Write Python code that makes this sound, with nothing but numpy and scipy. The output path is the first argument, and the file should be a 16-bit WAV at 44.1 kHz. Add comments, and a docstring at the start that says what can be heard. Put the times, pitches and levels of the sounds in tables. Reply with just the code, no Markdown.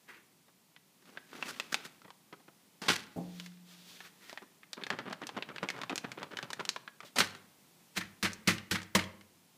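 """A sealed plastic bag holding some water, handled at a workbench in a small hard room, one close microphone.
Lifted out of an idle vacuum packer, its stiff film snaps and rustles as creases flip. It is tossed on
the bench; something hollow is bumped and hums on. The bag is slid, then shaken so that the water slaps
the film and traps bubbles. Last it is dropped and patted five times with a flat hand, knocking the bench."""
import sys
import numpy as np
from scipy import signal
from scipy.fft import rfft, irfft, next_fast_len
from scipy.io import wavfile
from scipy.ndimage import map_coordinates

SR = 44100
rng = np.random.default_rng(int(sys.argv[2]) if len(sys.argv) > 2 else 0)


def persist_wave(psi):
    """Save psi, clipped to +-1, as 16-bit WAV."""
    counts = np.round(np.clip(psi, -1, 1) * 32767).astype(np.int16)
    wavfile.write(sys.argv[1], SR, np.atleast_2d(counts).T)


N = 422037
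LEAD_S = 0.04  # time a crumple is given to swell to its peak


def amp(db):
    """Decibels to gain."""
    return 10 ** (np.asarray(db) / 20)


def unit(x):
    """Scaled to rms 1."""
    return x / np.sqrt(np.mean(x ** 2) + 1e-20)


def along(points, hz):
    """(frequency [Hz], value) points read on a log axis."""
    freqs, values = np.transpose(points)
    return np.interp(np.log(hz + 1), np.log(freqs + 1), values)


def hump(hz, centre_hz, octaves):
    """A broad resonance of height 1."""
    return 1 / (1 + (np.log2((hz + 1) / centre_hz) / octaves) ** 2)


def envelope(t, rise, hold, t60):
    """Swells up to time 0, holds, then dies away; all in seconds."""
    return np.exp(np.minimum(t, 0) / rise) * amp(-60 * np.maximum(t - hold, 0) / t60)


def wobble(rate):
    """A smooth random curve, rate knots a second."""
    knots = rng.standard_normal(int(N * rate / SR) + 4)
    return map_coordinates(knots, [np.arange(N) * rate / SR])


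def add(track, s, x):
    """Mix x into the track from time s on."""
    part = track[round(s * SR):][:len(x)]
    part += x[:len(part)]


def coloured(x, db_at):
    """x through a causal filter whose gain in dB is a function of frequency."""
    size = 2 * next_fast_len(len(x) // 2 + 1024)
    cepstrum = irfft(np.log(amp(db_at(np.fft.rfftfreq(size, 1 / SR)))), size)
    cepstrum[1:size // 2] *= 2  # folded onto positive time: minimum phase
    cepstrum[size // 2 + 1:] = 0
    return irfft(rfft(x, size) * np.exp(rfft(cepstrum)), size)[:len(x)]


def shaped(x, spectrum):
    """x filtered by the given spectrum, at rms 1."""
    return unit(coloured(x, lambda hz: along(spectrum, hz)))


def crackle(size, rate, spread_db):
    """Tiny bucklings of the film: random clicks of unequal size, rate a second, rms 1."""
    sizes = rng.choice([-1, 1], size) * amp(spread_db * np.clip(rng.standard_normal(size), -2, 2))
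    return unit(sizes * (rng.random(size) < rate / SR))


def film(x, colour, bass_db, treble_db):
    """The film radiates x: wide folds give more bass, tight creases more treble."""
    wide, tight = [(700, 0.74), (1600, 0.00122)], [(3200, 0.014), (7000, 0.6)]
    return coloured(
        x, lambda hz: along(colour, hz) + bass_db * along(wide, hz) + treble_db * along(tight, hz))


def ring(modes, t, scatter_db, attack):
    """Damped modes, struck at new strengths each time."""
    hz, db, t60 = np.transpose(modes)[:, :, None]
    strength = amp(db + scatter_db * rng.standard_normal(hz.shape) - 60 * t / t60)
    swing = np.sin(2 * np.pi * hz * t + rng.uniform(0, 2 * np.pi, hz.shape))
    return (strength * swing).sum(0) * (1 - np.exp(-t / attack))


# The quiet room around the microphone: (frequency [Hz], level [dB])
ROOM_TONE = [(15, -64), (25, -43), (173, 2.5), (495, -9.5), (537, -11), (804, -10), (997, -10.5),
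             (1270, -14), (1410, -15), (1620, -16), (1750, -15), (2300, -13.5), (4620, -15), (13900, -18),
             (15500, -20)]


def room_tone(level_db=-65.5):
    """Low room rumble and faint hiss, wavering slightly."""
    return amp(level_db + 0.72 * wobble(1.4)) * shaped(rng.standard_normal(N), ROOM_TONE)


# The bag slides on the packer's steel, over the bench and out of the fingers:
# (time [s], level [dB], rise [s], length [s], t60 [s], share of quick slips [0-1])
SLIDES = [(0.09, -52, 0.0074, 0.032, 0.32, 0.08), (3.361, -60, 0.19, .11, 0.4, 0.92),
          (3.722, -58, 0.045, 0.017, 0.39, 0.94), (3.892, -54.5, 0.059, 0.067, 0.31, 1),
          (4.007, -57.5, .012, .05, 0.19, 0.38), (4.247, -55, 0.044, 0.058, .36, .65),
          (7.05, -55, 0.0045, 0.023, 0.12, 0.88)]
# Two spectra, slow slips and quick slips: (frequency [Hz], level [dB])
SLIP_COLOURS = [
    [(30, -45), (100, -28), (350, -1), (600, -17), (1200, -4), (1900, -1), (2700, -6), (4500, -35),
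     (15000, -34)],
    [(30, -55), (100, -12), (400, -10), (900, -11), (2200, -8.5), (3500, -2.5), (5000, -6), (7000, -11),
     (9000, -15), (15000, -17.5)],
]


def slides(uneven_db=2.5):
    """Sliding film hisses with dense, small slips; quicker slips sound higher, and a few creases catch."""
    hiss, t = np.zeros(N), np.arange(N) / SR
    slow, quick = (shaped(crackle(N, rate=14000, spread_db=2.5), colour) for colour in SLIP_COLOURS)
    for s, db, rise, length, t60, share in SLIDES:
        slips = np.sqrt(1 - share) * slow + np.sqrt(share) * quick
        hiss += amp(db) * envelope(t - s, rise, length, t60) * slips
    hiss *= amp(uneven_db * wobble(30))
    catches = [(s + length, db, length) for s, db, _, length, *_ in SLIDES]
    return hiss + ticks(catches, count=2, gain_db=15.5, treble_db=-24, scatter_db=-2, pitch_hz=1880)


# One crease flipping, heard close: (frequency [Hz], level [dB])
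CREASE_COLOUR = [(40, -7), (100, -10.5), (200, 17), (700, 20.5), (1500, 6), (2600, 2.5), (4500, 5),
                 (7000, 3), (10000, -7), (15000, -16.5)]


def flip(treble_db, pitch_hz, flutter_db=-18.5, flutter_t60=0.039, ring_db=-23, ring_t60=0.021):
    """A crease flips with a sharp click and rings at its pitch while the sheet flutters."""
    t = np.arange(SR // 10) / SR
    bass_db = -22 - 7 * np.log2(pitch_hz / 1600)  # small, high creases have less bass
    click = film(signal.unit_impulse(len(t)), CREASE_COLOUR, bass_db, treble_db)
    shiver = amp(flutter_db - 60 * t / flutter_t60) * crackle(len(t), rate=9000, spread_db=4.5)
    flutter = film(shiver, CREASE_COLOUR, bass_db, treble_db - 4)
    note = ring([(pitch_hz, ring_db, ring_t60)], t, scatter_db=1.5, attack=0.00028)
    return coloured(click + flutter + note, lambda hz: 5 * hump(hz, pitch_hz, octaves=0.36))


def ticks(moves, count, gain_db, treble_db, scatter_db, pitch_hz):
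    """Each movement (time [s], level [dB], length [s]) flips a few small creases at random."""
    out = np.zeros(N)
    for s, db, length in moves:
        times = s + rng.random(count) * length
        creases = np.clip(rng.standard_normal((count, 3)), -1.5, 1.5)
        for when, (size, tightness, pitch) in zip(times, creases):
            tick = flip(treble_db + 7 * tightness, pitch_hz * 2 ** (pitch / 2))
            add(out, when, amp(db + gain_db + scatter_db * size) * tick)
    return out


def crumple(colour, bass_db, treble_db, rise, hold, t60, rate, spread_db, clump_db=0):
    """Many creases buckle at once, evenly or in clumps; the swell tops out LEAD_S after the start."""
    t = np.arange(SR // 3) / SR - LEAD_S
    clumps = amp(clump_db * wobble(109)[:len(t)])
    buckling = envelope(t, rise, hold, t60) * clumps * crackle(len(t), rate, spread_db)
    return film(buckling, colour, bass_db, treble_db)


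def bubbles(moves, count, gain_db, pitch_hz, octaves, cycles, lag_s):
    """Moving water (time [s], level [dB], length [s]) traps bubbles that ring briefly, rising in pitch."""
    out, t = np.zeros(N), np.arange(SR // 16) / SR
    for s, db, length in moves:
        times = s + rng.random(count) * length
        for when, (pitch, size, late) in zip(times, rng.standard_normal((count, 3))):
            hz = pitch_hz * 2 ** (octaves * np.clip(pitch, -2, 2))
            age = t * hz / cycles  # 1 when the bubble has died away
            swing = np.sin(2 * np.pi * hz * t * (1 + 0.08 * np.minimum(age, 1)))
            life = amp(-60 * age) * (1 - np.exp(-t * hz))
            add(out, when + lag_s * abs(late), amp(db + gain_db + 2 * size) * swing * life)
    return out


# Water surges in the bag near the microphone, about seven times a second while shaken:
# (time [s], level [dB], length [s])
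SURGES = [(0.481, -55, .004), (1.074, -50, 0.1), (1.326, -42.5, 0.069), (2.046, -44, 0.0028),
          (2.079, -48, .003), (2.327, -40, .004), (2.398, -53, 0.0047), (2.48, -48.5, 0.0024),
          (4.422, -43, .003), (4.769, -38.5, 0.061), (4.901, -31, 0.033), (4.987, -34.5, 0.035),
          (5.057, -33, 0.07), (5.217, -31.5, 0.021), (5.367, -27.5, 0.012), (5.488, -36, 0.027),
          (5.629, -26, .01), (5.739, -33.5, 0.089), (5.898, -28.5, .03), (6.04, -32, 0.016),
          (6.176, -34.5, 0.069), (6.311, -36, 0.026), (6.433, -38, .012), (6.595, -27, 0.012),
          (7.03, -40.5, .004)]
# The slack film crumpling around the water: (frequency [Hz], level [dB])
SLACK_COLOUR = [(25, -53), (60, -30), (100, 3), (170, 18.5), (350, 18), (700, 10), (1300, 7.5), (2400, -4),
                (4500, -5.5), (7000, -10.5), (10000, -16), (15000, -22.5)]


def sloshes(slap_db=-8, surge_db=-9):
    """Each surge slaps and crumples the film, flips small creases and traps bubbles, large and small."""
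    out = np.zeros(N)
    for s, db, length in SURGES:
        slap = crumple(SLACK_COLOUR, bass_db=-7.5, treble_db=-38,
                       rise=0.0005, hold=0, t60=0.072, rate=3000, spread_db=4)
        surge = crumple(SLACK_COLOUR, bass_db=-9, treble_db=-42,
                        rise=0.0019, hold=length, t60=0.091, rate=1500, spread_db=9.5, clump_db=4)
        add(out, s - LEAD_S, amp(db) * (amp(slap_db) * slap + amp(surge_db) * surge))
    creases = ticks(SURGES, count=3, gain_db=5, treble_db=-22, scatter_db=0.5, pitch_hz=1584)
    large = bubbles(SURGES, count=2, gain_db=-6.5, pitch_hz=350, octaves=0.43, cycles=11.4, lag_s=0.00588)
    small = bubbles(SURGES, count=5, gain_db=-7.5, pitch_hz=1146, octaves=0.5, cycles=24.7, lag_s=0.0065)
    return out + creases + large + small


# The loudest creases, close to the microphone: (time [s], level [dB], treble [dB], pitch [Hz])
BIG_CREASES = [(0.7638, -38, -27, 1920), (1.1734, -24.5, -46, 1540), (1.426, -17, -30, 2720),
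               (1.5991, -17, -10, 2590), (1.7435, -12.5, -5, 2550), (2.018, -43.5, -11, 1350),
               (2.1045, -34, -21, 1020), (3.399, -26.5, -9, 2960), (3.4619, -33.5, -4, 2160),
               (4.005, -32, -27, 1780), (4.2961, -31, -7, 1900), (4.329, -32, -12, 706),
               (4.3752, -25, -31, 1920), (4.6325, -34, -47, 2110), (4.7317, -23.5, -2.5, 3730),
               (4.8368, -21, -21, 3670), (4.8669, -24, -16, 1660), (4.9035, -14.5, -19, 1740),
               (4.9889, -20, -31, 1650), (5.1284, -19.5, -19, 1570), (5.2698, -28, 7, 2630),
               (5.2914, -23, -23, 1080), (5.4243, -18.5, -36, 2620), (5.5612, -26, -23, 1735),
               (5.5831, -24.5, -32, 2430), (5.688, -18.5, -15, 2190), (5.7024, -19, -9.5, 2230),
               (5.8161, -22.5, -15, 2130), (5.835, -23, -22, 1090), (5.896, -22, -21, 2540),
               (5.9578, -26.5, 10.5, 2480), (5.979, -19, -4, 2740), (6.118, -25.5, -8, 2420),
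               (6.2305, -23, -16, 1030), (6.3708, -21, -15, 3010), (6.3885, -19.5, -30, 1600),
               (6.4279, -23, -13, 2570), (6.504, -24, -6, 1020), (6.532, -22.5, -0.5, 1830),
               (6.6522, -25.5, 1, 3030), (6.6913, -14.5, 1.5, 4500), (6.7622, -21, -24, 950),
               (6.8775, -27, -36, 1674), (7.0046, -27.5, -21, 1180), (7.35, -32, -10, 1800),
               (8.3328, -35, 15, 6030), (8.831, -35, 4, 1590), (9.0396, -31, -6, 3300),
               (9.211, -40, -13, 2080)]


def snaps(gain_db=6.5):
    """The big creases of the stiff film flip over one by one."""
    out = np.zeros(N)
    for s, db, treble_db, pitch_hz in BIG_CREASES:
        add(out, s, amp(db + gain_db) * flip(treble_db, pitch_hz))
    return out


def rustle(strain, colour, rate, uneven_db=3):
    """Fine crinkling goes on, in small clumps, while the bag moves."""
    return strain * amp(uneven_db * wobble(45)) * shaped(crackle(N, rate, spread_db=3.5), colour)


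# Crinkling as the bag comes out of the packer: (time [s], level [dB])
LIFT_LEVELS = [(0.95, -89), (1.06, -64), (1.27, -69.5), (1.36, -55), (1.49, -51), (1.66, -61.5),
               (1.76, -53.5), (2.0, -73)]
# Its spectrum at close range: (frequency [Hz], level [dB])
CRINKLE_COLOUR = [(40, -25), (110, -8), (250, 5.5), (500, -8), (1200, -5), (3000, -5), (5000, -9.5),
                  (9000, -17.5), (15000, -23)]


def lifting():
    """The film crinkles and ticks as it is lifted, and the water stirs inside."""
    stirs = [(s - 0.05, db, 0.12) for s, db in LIFT_LEVELS]
    creases = ticks(stirs, count=4, gain_db=18.5, treble_db=-20, scatter_db=3, pitch_hz=2100)
    water = bubbles(stirs, count=8, gain_db=4, pitch_hz=382, octaves=0.51, cycles=13, lag_s=0.00573)
    times, levels = np.transpose(LIFT_LEVELS)
    strain = amp(np.interp(np.arange(N) / SR, times, levels, left=-np.inf, right=-np.inf))
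    return rustle(strain, CRINKLE_COLOUR, rate=2500) + creases + water


# The hand closes on the bag during the lift: (time [s], level [dB], rise [s], length [s])
FINGER_GRIPS = [(1.487, -30.5, 0.013, 0.023), (1.726, -24, 0.003, 0.0024), (1.851, -34, 0.0048, 0.015)]


def grips(gain_db=-4.5):
    """Fingers crush the stiff film in short, bright crunches."""
    out = np.zeros(N)
    for s, db, rise, length in FINGER_GRIPS:
        crunch = crumple(SLACK_COLOUR, bass_db=-22.5, treble_db=5,
                         rise=rise, hold=length, t60=0.039, rate=4900, spread_db=5.5)
        add(out, s - LEAD_S, amp(db + gain_db) * crunch)
    return out


# The bag lands on the workbench:
# (time [s], flop [dB], slam [dB], treble [dB], lead of the edge [s], edge [dB], knock [dB])
DROPS = [(2.8843, -10.5, -12, -16, .066, -31.5, -32.5), (7.1853, -14.5, -8, -0.5, .0255, -23.5, -32.5)]
# Film hitting the bench top: (frequency [Hz], level [dB])
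DROP_COLOUR = [(25, -46.5), (60, -28), (100, -5), (190, 13.5), (500, 9.5), (850, 8.5), (1300, 2.5),
               (2100, 0), (3200, -2), (4500, 0), (7000, -4), (10000, -9.5), (15000, -18.5)]


def landings(gain_db=-3, slam_delay_s=0.018, settle_db=-12):
    """An edge touches, the film flops down, the water slams after it, and the bag settles, ticking."""
    out = np.zeros(N)
    for s, db, slam_db, treble_db, lead, edge_db, knock_db in DROPS:
        touch = crumple(DROP_COLOUR, bass_db=-13.5, treble_db=-4.5,
                        rise=0.00037, hold=0, t60=0.08, rate=7700, spread_db=6.5)
        edge = crumple(DROP_COLOUR, bass_db=-7.5, treble_db=-10,
                       rise=0.0012, hold=lead, t60=0.089, rate=4000, spread_db=4, clump_db=3)
        flop = crumple(DROP_COLOUR, bass_db=-16, treble_db=treble_db,
                       rise=0.00093, hold=0.0036, t60=0.11, rate=7900, spread_db=3)
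        slam = crumple(DROP_COLOUR, bass_db=-19, treble_db=-22.5,
                       rise=0.00065, hold=0.0028, t60=0.078, rate=7000, spread_db=4.5)
        settle = crumple(DROP_COLOUR, bass_db=-30.5, treble_db=-9.5,
                         rise=0.005, hold=0, t60=0.32, rate=3300, spread_db=8.5, clump_db=5)
        start = s - LEAD_S
        add(out, start - lead, amp(edge_db) * (amp(-7.5) * touch + amp(-6) * edge))
        add(out, start, amp(db + gain_db) * flop)
        add(out, start + slam_delay_s, amp(slam_db + gain_db) * slam)
        add(out, start + slam_delay_s, amp(db + settle_db + gain_db) * settle)
        add(out, s + 0.0042, amp(knock_db) * knock())
    settling = [(s + 0.035, db, 0.07) for s, db, *_ in DROPS]
    return out + ticks(settling, count=4, gain_db=-19, treble_db=-13, scatter_db=-3, pitch_hz=2200)


# The bench top under the bag: (frequency [Hz], level [dB], t60 [s])
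BENCH_MODES = [(51, -28, 0.39), (98.6, -9, 0.43), (134.4, -16, 0.38), (176, -2, 0.23), (193, 4, 0.098),
               (219.6, -5, 0.25), (304.3, -5.5, 0.22), (335.2, -4, 0.17), (455, -7, 0.13),
               (538, -18.5, 0.27)]


def knock(detune=0.016):
    """The water passes a blow on to the bench top; the load shifts its modes a little each time."""
    loaded = [(hz * (1 + detune * rng.standard_normal()), db, t60) for hz, db, t60 in BENCH_MODES]
    return amp(-5) * ring(loaded, np.arange(SR) / SR, scatter_db=0.5, attack=0.0049)


# A soft bump on something hollow in the room: (time [s], level [dB])
BUMPS = [(3.16, -28.5)]
# Its dull thud: (frequency [Hz], level [dB])
THUD_COLOUR = [(40, -29), (100, -11), (180, 0), (300, -4), (520, -9), (780, -10), (1050, -21.5),
               (1500, -34), (4000, -42)]
# The hollow body ringing on: (frequency [Hz], level [dB], t60 [s])
HOLLOW_MODES = [(176, -11, 0.57), (177.6, -2, 1.7), (300, -9.5, 0.72), (460, -13.5, 0.71), (531, -2, 0.23),
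                (715, -22, .45), (783, -4.5, 0.37)]


def bump(thud_db=-7, thud_t60=0.34, hum_db=-10):
    """A dull, shuddering knock on a hollow body leaves one low note humming."""
    out, t = np.zeros(N), np.arange(2 * SR) / SR
    for s, db in BUMPS:
        fade = amp(thud_db - 60 * t / thud_t60) * (1 - np.exp(-t / 0.0048))
        shudder = fade * shaped(rng.standard_normal(len(t)), THUD_COLOUR)
        hum = ring(HOLLOW_MODES, t, scatter_db=1.5, attack=0.015)
        add(out, s, amp(db) * (shudder + amp(hum_db) * hum))
    return out


# The bag swinging near the microphone: (frequency [Hz], level [dB])
SWISH_COLOUR = [(40, -37.5), (130, 12), (300, 3.5), (1000, 0.5), (2500, -5.5), (5000, -18.5), (15000, -55)]


def shaking(start_s=4.87, length_s=1.75, level_db=-58.5):
    """The hanging bag swishes as it is shaken."""
    swinging = envelope(np.arange(N) / SR - start_s, rise=0.088, hold=length_s, t60=1.0)
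    return rustle(amp(level_db) * swinging, SWISH_COLOUR, rate=680)


# A flat hand strikes and squashes the bag on the bench:
# (time [s], slap [dB], bass [dB], rise [s], t60 [s], squash delay [s], squash [dB], knock [dB])
PALM_STRIKES = [(7.974, -21, -11, 0.0059, 0.072, 0.039, -30.5, -34.5),
                (8.2277, -20, -17, 0.00033, .14, 0.026, -20, -26.5),
                (8.4743, -16.5, -20.5, 0.00042, 0.17, .016, -15.5, -22.5),
                (8.7124, -19.5, -20, .0012, 0.14, 0.042, -20.5, -25),
                (8.9514, -12.5, 2.5, .0007, 0.078, 0.041, -24.5, -24.5)]
# Palm on film, heard close: (frequency [Hz], level [dB])
PALM_COLOUR = [(40, -11), (100, -7), (200, 5.5), (450, 5.5), (700, 6), (1300, 5), (2000, 5), (3000, 1),
               (4500, 4), (7000, 3), (10000, -1.5), (15000, -8.5)]


def pats(gain_db=-4, squelch_hz=1950, squelch_db=6):
    """A bright slap knocks the bench; then the water is squeezed aside with a duller, bubbling squelch."""
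    out = np.zeros(N)
    for s, db, bass_db, rise, t60, delay, squash_db, knock_db in PALM_STRIKES:
        slap = crumple(PALM_COLOUR, bass_db, treble_db=-13.5,
                       rise=rise, hold=0.0023, t60=t60, rate=7500, spread_db=2.5)
        squash = crumple(PALM_COLOUR, bass_db=-12, treble_db=-26.5,
                         rise=0.0071, hold=0.0018, t60=0.12, rate=4000, spread_db=4.5, clump_db=2.5)
        squelch = coloured(squash, lambda hz: squelch_db * (hump(hz, squelch_hz, octaves=0.21) - 0.5))
        add(out, s - LEAD_S, amp(db + gain_db) * slap)
        add(out, s + delay - LEAD_S, amp(squash_db + gain_db) * squelch)
        add(out, s, amp(knock_db) * knock())
    squeezes = [(s + delay - 0.012, db, 0.025) for s, *_, delay, db, _ in PALM_STRIKES]
    out += bubbles(squeezes, count=10, gain_db=-12, pitch_hz=1850, octaves=0.31, cycles=22, lag_s=0.008)
    relaxing = [(s + 0.025, db, 0.09) for s, db, *_ in PALM_STRIKES]
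    return out + ticks(relaxing, count=3, gain_db=-14.5, treble_db=-13, scatter_db=6, pitch_hz=2400)


# The small hard room around the bench: (frequency [Hz], t60 [s])
ROOM_DECAY = [(100, 0.71), (500, 0.61), (2000, 0.48), (5000, 0.35), (12000, 0.27)]


def room(x, build_up_s=0.0026):
    """The walls answer with a short, diffuse echo, treble dying first."""
    out, block = np.zeros(N), SR // 4  # a new random tail every quarter second, so no one pitch rings
    for start in range(0, N, block):
        hz, t, noise = signal.stft(rng.standard_normal(SR // 2), SR, nperseg=256)
        decay = amp(-60 * t / along(ROOM_DECAY, hz)[:, None])
        _, tail = signal.istft(noise * decay, SR, nperseg=256)
        tail *= 1 - np.exp(-np.arange(len(tail)) / SR / build_up_s)
        add(out, start / SR, signal.fftconvolve(x[start:start + block], tail / np.linalg.norm(tail)))
    return out


def scene():
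    """The bag is held near the microphone; blows on the bench stir the room more."""
    held = snaps() + grips() + sloshes() + lifting() + shaking() + slides()
    struck = landings() + pats() + bump()
    echoes = amp(-16) * room(held) + amp(-14.5) * room(struck)
    return (held + struck + echoes + room_tone())[None]


def record(dry):
    """One microphone, mono, with nothing kept above the band limit."""
    top_hz = 15500
    size = next_fast_len(N + SR // 2)
    in_band = np.fft.rfftfreq(size, 1 / SR) < top_hz
    return irfft(rfft(dry, size) * in_band, size)[..., :N]


dry = scene()
out = record(dry)
persist_wave(out)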